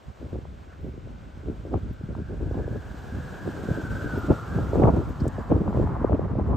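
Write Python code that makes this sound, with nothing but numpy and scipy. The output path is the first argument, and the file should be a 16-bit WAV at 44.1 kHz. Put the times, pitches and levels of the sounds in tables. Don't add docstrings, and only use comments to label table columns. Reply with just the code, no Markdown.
import sys
import numpy as np
from scipy import signal
from scipy.fft import rfft, irfft, next_fast_len
from scipy.io import wavfile
from scipy.ndimage import uniform_filter1d

SR = 44100
rng = np.random.default_rng(int(sys.argv[2]) if len(sys.argv) > 2 else 0)


def wav_record(signal):
    frames = np.transpose(np.atleast_2d(signal))
    bounded = np.clip(frames, -1, 1)
    quanta = np.round(bounded * 32767).astype(np.int16)
    wavfile.write(sys.argv[1], SR, quanta)


N = 289296
TIME = np.arange(N) / SR
OVERHEAD_S = 4
GUST_EDGE = 2.76

# (frequency [Hz], relative side level [dB])
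GLIDER_WIDTH = [(60, -15.5), (700, -12), (1300, -12.5), (2400, -18.5), (4500, -9.5), (8500, -4),
                (15000, -5)]


def undb(db):
    return 10 ** (np.asarray(db) / 20)


def curves(table):
    s, *columns = np.transpose(table)
    return [np.interp(TIME, s, c) for c in columns]


def unit(x):
    return x / np.sqrt(np.mean(x ** 2))


def even(x, span_s):
    span = int(span_s * SR)
    power = uniform_filter1d(np.atleast_2d(x) ** 2, span + 1).mean(axis=0)
    return x / np.sqrt(uniform_filter1d(power, span // 2 + 1) + 1e-18)


def walk(rate_hz):
    span = max(int(SR / rate_hz), 1)
    drift = uniform_filter1d(rng.standard_normal(N), span, mode="wrap")
    return unit(uniform_filter1d(drift, span, mode="wrap"))


def swell(s, length_s, edge=2, t=TIME):
    return 2 ** (-np.minimum(np.abs(2 * (t - s) / length_s), 10) ** edge / 2)


def shaped(x, spectrum, size):
    hz, db = np.transpose(spectrum)
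    bins_hz = np.maximum(np.fft.rfftfreq(size, 1 / SR), 1)
    gain = undb(np.interp(np.log(bins_hz), np.log(hz), db))
    return irfft(rfft(x, size) * gain, size)[..., :N]


def colour(x, spectrum):
    return unit(shaped(x, spectrum, next_fast_len(N + 8192)))


def dipped(x, dips):
    size = next_fast_len(N + 8192)
    bins_hz = np.fft.rfftfreq(size, 1 / SR)
    db = sum(dip_db * np.exp(-((bins_hz - hz) / width_hz) ** 2) for hz, width_hz, dip_db in dips)
    return irfft(rfft(x, size) * undb(db), size)[:N]


def stereo(mid, side, side_db):
    return unit(mid + undb(side_db) * side * np.array([[1], [-1]]))


def air(side_db):
    return stereo(*rng.standard_normal((2, N)), side_db)


def ambience(spectrum, width):
    mid, side = rng.standard_normal((2, N))
    return colour(stereo(mid, shaped(side, width, N), side_db=5.5), spectrum)


def burst(decay_s, low_hz, high_hz, side_db, order):
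    age = TIME[:SR // 5] / max(decay_s, .001)
    puff = stereo(*rng.standard_normal((2, len(age))), side_db) * age * np.exp(-2 * age)
    band = signal.butter(order, [low_hz, min(high_hz, .45 * SR)], "band", fs=SR, output="sos")
    puff = signal.sosfilt(band, puff)
    return puff / np.abs(puff.mean(axis=0)).max()


def add(out, s, sound):
    start = int(max(s, 0) * SR)
    out[:, start:start + sound.shape[1]] += sound[:, :N - start]


def airflow():
    # (time [s], rumble [dB], flutter [dB])
    breeze = [(0, -60, -78), (.5, -38.5, -62), (.7, -46.5, -58.5), (1.1, -40.5, -54), (1.3, -41.5, -54),
              (2.3, -35, -59), (3.0, -38, -63), (3.38, -40.5, -51), (3.6, -37, -44), (4.4, -35.5, -51),
              (4.9, -29, -49), (5.15, -35, -68), (5.45, -35, -51), (5.65, -27.5, -32), (5.9, -27, -36.5),
              (6.3, -28.5, -38), (6.56, -21, -33.5)]
    # (time [s], length [s], rumble [dB], flutter [dB])
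    gusts = [(0.086, 0.033, -35, -59), (0.245, 0.06, -38, -45), (0.358, 0.06, -31.5, -41),
             (.865, 0.089, -36.5, -49.5), (0.968, 0.079, -40, -50), (1.076, 0.059, -38, -48),
             (1.49, 0.065, -34, -39.5), (1.705, 0.07, -40, -38.5), (1.753, 0.045, -30.5, -32),
             (1.874, 0.081, -32, -47), (2.111, 0.033, -32, -35.5), (2.206, 0.044, -34, -41),
             (2.32, 0.043, -51, -39), (2.445, 0.091, -28.5, -39), (2.597, 0.062, -31, -36),
             (2.719, 0.07, -32, -38.5), (3.175, 0.075, -32.5, -47.5), (3.478, 0.029, -31.5, -34.5),
             (3.7, 0.035, -29, -34), (3.79, 0.033, -38, -35), (3.91, 0.1, -30, -68),
             (4.046, 0.064, -32, -32.5), (4.163, 0.066, -28.5, -32.5), (4.248, 0.018, -34, -37),
             (4.315, 0.04, -24.5, -25.5), (4.6, 0.14, -24.5, -32), (4.78, 0.07, -23.5, -24.5),
             (4.885, 0.082, -20.5, -25), (4.987, 0.066, -25.5, -29.5), (5.095, 0.025, -27, -38),
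             (5.259, 0.072, -28.5, -33.5), (5.399, 0.02, -32, -33.5), (5.515, 0.022, -18, -20),
             (5.56, 0.062, -23.5, -27), (5.833, 0.092, -25, -36.5), (6.026, 0.022, -25.5, -29),
             (6.131, 0.044, -23.5, -29.5), (6.395, 0.05, -30, -31.5)]
    t = TIME[::20]
    rumble_power, flutter_power = undb(curves(breeze))[:, ::20] ** 2
    for s, length_s, rumble_db, flutter_db in gusts:
        gust = swell(s, length_s, GUST_EDGE, t)
        rumble_power += (undb(rumble_db) * gust) ** 2
        flutter_power += (undb(flutter_db) * gust) ** 2
    return np.interp(TIME, t, np.sqrt(rumble_power)), np.interp(TIME, t, np.sqrt(flutter_power))


def wind(rumble_gain, flutter_gain):
    # (frequency [Hz], relative density [dB])
    rumble_spectrum = [(20, -25), (35, -14), (50, 3), (75, 3), (110, -1.5), (170, -6.5), (250, -12.5),
                       (400, -25), (800, -68), (1600, -78), (6000, -100)]
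    # (frequency [Hz], relative density [dB])
    flutter_spectrum = [(60, -24), (150, -3.5), (280, 3), (420, 0), (600, -8), (800, -18), (1100, -27),
                        (1400, -27.5), (1700, -50.5), (2500, -41.5), (6000, -79), (15000, -100)]
    # (time [s], relative weight of the deepest rumble [dB])
    depth = [(0, 3.5), (1.8, 0.5), (2.9, 0.5), (3.4, -15), (4.4, -8), (4.8, -2.5), (6.56, -6.5)]
    depth_db, = curves(depth)
    swirl = colour(air(side_db=-9) * undb(2.66 * walk(110)), rumble_spectrum)
    deep = signal.sosfiltfilt(signal.butter(2, 70, fs=SR, output="sos"), swirl)
    rumble = even(swirl + (undb(depth_db) - 1) * deep, span_s=.066)
    clumps = undb(2.8 * walk(180))
    flutter = even(colour(air(side_db=-8) * clumps, flutter_spectrum), span_s=.12)
    throb = walk(36)
    return rumble * rumble_gain * undb(1.65 * throb) + flutter * flutter_gain * undb(3 * throb)


def surf():
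    # (frequency [Hz], relative density [dB])
    spectrum = [(30, -1.5), (150, 2.5), (400, -16), (700, -14.5), (1100, -12), (1550, -14), (2100, -9.5),
                (3200, -14.5), (5000, -22), (8000, -27.5), (12000, -56.5), (15500, -42)]
    # (frequency [Hz], relative side level [dB])
    width = [(60, -8.5), (350, 2.5), (700, 11), (1250, 3), (2300, -20), (5000, -6.5), (8500, -3.5),
             (15000, -11)]
    return ambience(spectrum, width) * undb(-55 + .5 * walk(.76) + .5 * walk(15))


def sing(pitch_hz, width_hz):
    lowpass = signal.butter(2, width_hz / 2, fs=SR, output="sos")
    baseband = signal.sosfilt(lowpass, air(side_db=-17) + 1j * air(side_db=-13))
    carrier = np.exp(2j * np.pi * np.cumsum(pitch_hz * np.ones(N)) / SR)
    return even(np.real(baseband * carrier), span_s=.047)


def wires():
    # (time [s], shedding pitch [Hz], level [dB])
    song = [(0, 1541, -76), (1.1, 1536, -66), (2.0, 1549, -60.5), (2.55, 1659, -57), (3.25, 1647, -51.5),
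            (3.63, 1585, -48), (3.75, 1560, -42.5), (3.86, 1535, -42.5), (3.97, 1520, -42),
            (4.07, 1560, -41), (4.12, 1490, -39), (4.16, 1442, -40.5), (4.21, 1435, -42),
            (4.27, 1400, -43.5), (4.39, 1363, -43.5), (4.49, 1417, -46), (4.68, 1384, -47.5),
            (5.0, 1415, -52.5), (6.56, 1531, -84)]
    far_share, near_share = .17, .72
    lock_s, lock_db = 4.15, -39.5
    hz, db = curves(song)
    clear = far_share + (near_share - far_share) * swell(OVERHEAD_S, length_s=.6)
    sway = walk(10.92)
    hz, db = hz * (1 + .0045 * sway), db + .9 * sway
    taut = sing(hz * (1 + .005 * walk(28)), width_hz=85)
    bundle = sing(hz * .99, width_hz=160)
    slanted = sing(hz * .905, width_hz=200)
    broad = undb(-2) * bundle + undb(-1.5) * slanted
    lock_phase = 2 * np.pi * np.cumsum(hz * (1 + .008 * walk(50))) / SR
    lock_gain = undb(lock_db + 2.5 * walk(45)) * swell(lock_s, length_s=.095, edge=GUST_EDGE)
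    locked = np.sqrt(2) * np.sin(lock_phase) * lock_gain
    return locked + undb(db) * (np.sqrt(clear) * taut + np.sqrt(1 - clear) * broad)


def sail():
    # (time [s], length [s], level [dB])
    hisses = [(.22, 0.81, -54.5), (1.584, 0.75, -55), (5.8, 0.087, -49)]
    # (frequency [Hz], relative density [dB])
    spectrum = [(40, -19.5), (200, 22.5), (550, 25.5), (900, 19.5), (1300, 16), (1700, 14.5), (2000, 5.5),
                (3200, 4.5), (5000, -1.5), (7500, -2.5), (12000, -11), (15500, -12)]
    rush_db, approach_s, leave_s = -41, .72, .75
    pass_s = 2 * np.where(TIME < OVERHEAD_S, approach_s, leave_s)
    near = undb(rush_db) * swell(OVERHEAD_S, pass_s, edge=1.76)
    far = sum(undb(db) * swell(s, length_s) for s, length_s, db in hisses)
    return ambience(spectrum, GLIDER_WIDTH) * np.hypot(near, far) * undb(.97 * walk(53))


def eddy(hz, pan_db):
    rise_cycles, fall_cycles = .52, 1
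    half = int(3 * SR / hz)
    cycles = np.arange(-half, half) * hz / SR
    envelope = np.exp(-(cycles / np.where(cycles < 0, rise_cycles, fall_cycles)) ** 2)
    phase = 2 * np.pi * (cycles - .17 * cycles ** 2) + rng.uniform(0, 2 * np.pi)
    ports = np.array([[1], [-1]]) / 2
    lag_rad = rng.uniform(-.19, 1) * min(hz / 350, 2)
    return envelope * np.cos(phase + lag_rad * ports) * undb(pan_db * ports)


def buffets(flutter_gain):
    # (time [s], peak [dB], centre [Hz])
    strikes = [(.174, -41, 735), (.217, -31.5, 415), (.331, -24.5, 398), (0.358, -28, 520),
               (.389, -27.5, 350), (.454, -33, 700), (0.846, -26.5, 283), (0.867, -29.5, 410),
               (0.888, -27, 260), (0.979, -30, 353), (1.075, -32.5, 410), (1.375, -32, 210),
               (1.486, -21.5, 376), (1.5, -20.5, 312), (1.653, -26.5, 433), (1.732, -20.5, 270),
               (1.74, -28.5, 1100), (1.743, -15, 624), (1.751, -18, 104), (1.767, -17, 95),
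               (1.861, -27.5, 229), (2.013, -30, 330), (2.04, -23, 160), (2.091, -26, 285),
               (2.152, -30, 945), (2.167, -26.5, 256), (2.203, -26, 304), (2.222, -24.5, 168),
               (2.302, -33, 258), (2.43, -22, 312), (2.513, -20.5, 415), (2.521, -20, 96),
               (2.545, -26, 680), (2.554, -23, 278), (2.578, -29, 600), (2.68, -22, 460),
               (2.945, -30.5, 260), (3.125, -26.5, 190), (3.188, -26, 222), (3.478, -22, 418),
               (3.638, -23.5, 300), (3.657, -24, 250), (3.689, -19.5, 430), (3.707, -22, 480),
               (3.716, -14, 162), (3.776, -22, 380), (3.786, -20.5, 320), (3.852, -23, 277),
               (4.045, -22, 290), (4.137, -22.5, 280), (4.178, -21, 270), (4.292, -19, 440),
               (4.305, -8.5, 330), (4.308, -8.5, 159), (4.588, -20, 700), (4.734, -14, 453),
               (4.757, -12, 490), (4.785, -15, 401), (4.821, -10, 397), (4.837, -22, 1650),
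               (4.838, -7.5, 437), (4.845, -6.5, 134), (4.855, -12, 720), (4.874, -13.5, 820),
               (4.888, -12, 405), (4.969, -20, 600), (4.975, -14.5, 330), (5.22, -15, 200),
               (5.23, -17.5, 90), (5.246, -20, 290), (5.256, -19, 560), (5.267, -15, 400),
               (5.274, -14, 105), (5.286, -22.5, 246), (5.384, -21.5, 520), (5.517, -9, 500),
               (5.522, -13, 680), (5.524, -9, 232), (5.539, -17.5, 320), (5.558, -14.5, 128),
               (5.566, -13, 370), (5.579, -19, 400), (5.679, -18, 790), (5.689, -17.5, 240),
               (5.707, -25, 620), (5.729, -23.5, 860), (5.748, -19.5, 473), (5.774, -19.5, 600),
               (5.79, -18, 340), (5.801, -13, 400), (5.81, -21, 253), (5.831, -24, 726),
               (5.841, -16.5, 293), (5.874, -20.5, 900), (5.966, -21.5, 760), (6.045, -14, 667),
               (6.048, -7.5, 400), (6.097, -15, 540), (6.112, -23, 600), (6.123, -16.5, 623),
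               (6.133, -16, 400), (6.141, -16, 300), (6.195, -13, 454), (6.217, -25, 670),
               (6.355, -20.5, 560), (6.388, -15.5, 290), (6.397, -18, 600), (6.413, -22, 322),
               (6.498, -21.5, 260)]
    pop_floor_db, pop_range_db = -13, 20.5
    when, size, pitch, place = rng.random(size=(160, 4)).T
    at = (when * (N - 1)).astype(int)
    pop_gain = flutter_gain[at] * undb(pop_floor_db + pop_range_db * size ** 2)
    pops = zip(TIME[at], pop_gain, 550 + 550 * pitch, 14 * (place - .5))
    pans_db_per_hz = (.5 + 1.5 * rng.standard_normal(len(strikes))) / 506
    slaps = [(s, undb(db), hz, pan * hz) for (s, db, hz), pan in zip(strikes, pans_db_per_hz)]
    out = np.zeros((2, N))
    for s, gain, hz, pan_db in [*pops, *slaps]:
        slap = eddy(hz, pan_db)
        add(out, s - slap.shape[1] / 2 / SR, gain * slap)
    return out


def blasts():
    # (time [s], length [s], level [dB])
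    gusts = [(0.33, 0.041, -54), (1.745, 0.026, -37), (2.564, 0.07, -44.5), (4.316, 0.018, -28.5),
             (4.756, 0.048, -34), (4.839, 0.032, -20.5), (4.886, 0.019, -16.5), (4.907, 0.058, -38),
             (5.541, 0.049, -33), (6.525, 0.049, -31.5)]
    # (frequency [Hz], relative density [dB])
    spectrum = [(120, 3), (330, 4), (550, 3), (800, 1), (1150, -4), (1400, -23), (1900, -32), (4000, -57),
                (15000, -87.5)]
    roar = even(colour(air(side_db=-4.5), spectrum), span_s=.017)
    return roar * sum(undb(db) * swell(s, length_s, GUST_EDGE) for s, length_s, db in gusts)


def whistles():
    # (time [s], length [s], pitch [Hz], width [Hz], level [dB])
    notes = [(.73, 0.04, 1450, 600, -56), (4.547, 0.077, 1596, 110, -44.5), (5.36, 0.19, 1652, 200, -53.5)]
    return sum(sing(hz, width_hz) * undb(db) * swell(s, length_s)
               for s, length_s, hz, width_hz, db in notes)


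def rustle():
    band_hz, level_db = [11250, 14750], -80
    band = signal.butter(2, band_hz, "band", fs=SR, output="sos")
    hiss = unit(signal.sosfilt(band, air(side_db=-12)))
    return hiss * undb(level_db) * swell(s=.86, length_s=.08)


def ticks():
    # (time [s], peak [dB], ring [Hz], width [Hz], decay [s])
    hits = [(1.928, -61, 13100, 500, .006), (5.089, -56, 12800, 500, 0.0046),
            (5.198, -46.5, 4770, 900, 0.012), (5.236, -56, 7600, 900, 0.0065),
            (5.278, -37.5, 7700, 650, 0.0037), (5.279, -54, 13000, 1400, .003)]
    out = np.zeros((2, N))
    for s, db, hz, width_hz, decay_s in hits:
        tick = burst(decay_s, hz - width_hz / 2, hz + width_hz / 2, side_db=-2, order=1)
        add(out, s, undb(db) * tick)
    return out


def wake():
    # (time [s], level [dB])
    levels = [(0, -104), (3.8, -64), (4.5, -50), (5.3, -48), (5.98, -40.5), (6.27, -46.5), (6.39, -44),
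              (6.56, -49)]
    # (frequency [Hz], relative density [dB])
    spectrum = [(300, -21), (700, 4.5), (1050, 6.5), (1400, -1.5), (1700, -7.5), (2100, -14), (3000, -40),
                (6000, -46.5)]
    level_db, = curves(levels)
    return ambience(spectrum, GLIDER_WIDTH) * undb(level_db + 2 * walk(42))


def thin_wire():
    peak_s, peak_db, pitch_hz, half_length_s = 4.188, -58, 13350, .014
    envelope = np.exp(-((TIME - peak_s) / half_length_s) ** 2)
    return undb(peak_db) * envelope * np.sin(2 * np.pi * pitch_hz * TIME)


def rattle():
    # (time [s], strike level [dB])
    chinks = [(4.753, -62), (5.384, -62), (5.425, -62), (5.575, -63), (5.688, -61), (5.73, -65)]
    # (frequency [Hz], relative level [dB])
    modes = [(4860, -7), (7380, -3.5), (12600, -10)]
    start_s, span_s, faint_db, range_db, decay_s = 4.5, 2, -63, 15, .02
    faint = [(start_s + span_s * when, faint_db - range_db * drop)
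             for when, drop in rng.random(size=(16, 2))]
    out = np.zeros((2, N))
    for s, db in chinks + faint:
        for hz, mode_db in modes:
            gain = undb(db + mode_db + 2 * rng.standard_normal())
            add(out, s, gain * burst(decay_s, hz * .975, hz * 1.025, side_db=-8, order=2))
    return out


def scene():
    rumble_gain, flutter_gain = airflow()
    glider = wires() + whistles() + sail() + wake() + ticks() + thin_wire() + rattle()
    port_noise = wind(rumble_gain, flutter_gain) + buffets(flutter_gain) + blasts()
    return port_noise + glider + surf() + rustle()


def record(dry):
    # (centre [Hz], half width [Hz], gain [dB])
    mid_dips = [(10040, 820, -24)]
    # (centre [Hz], half width [Hz], gain [dB])
    side_dips = [(6700, 2000, -14), (13500, 1000, -29.5)]
    top_hz = 15600
    left, right = dry
    mid = dipped((left + right) / 2, mid_dips)
    side = dipped((left - right) / 2, side_dips)
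    lowpass = signal.ellip(12, .2, 80, top_hz, fs=SR, output="sos")
    return signal.sosfilt(lowpass, np.array([mid + side, mid - side]))


dry = scene()
out = record(dry)
wav_record(out)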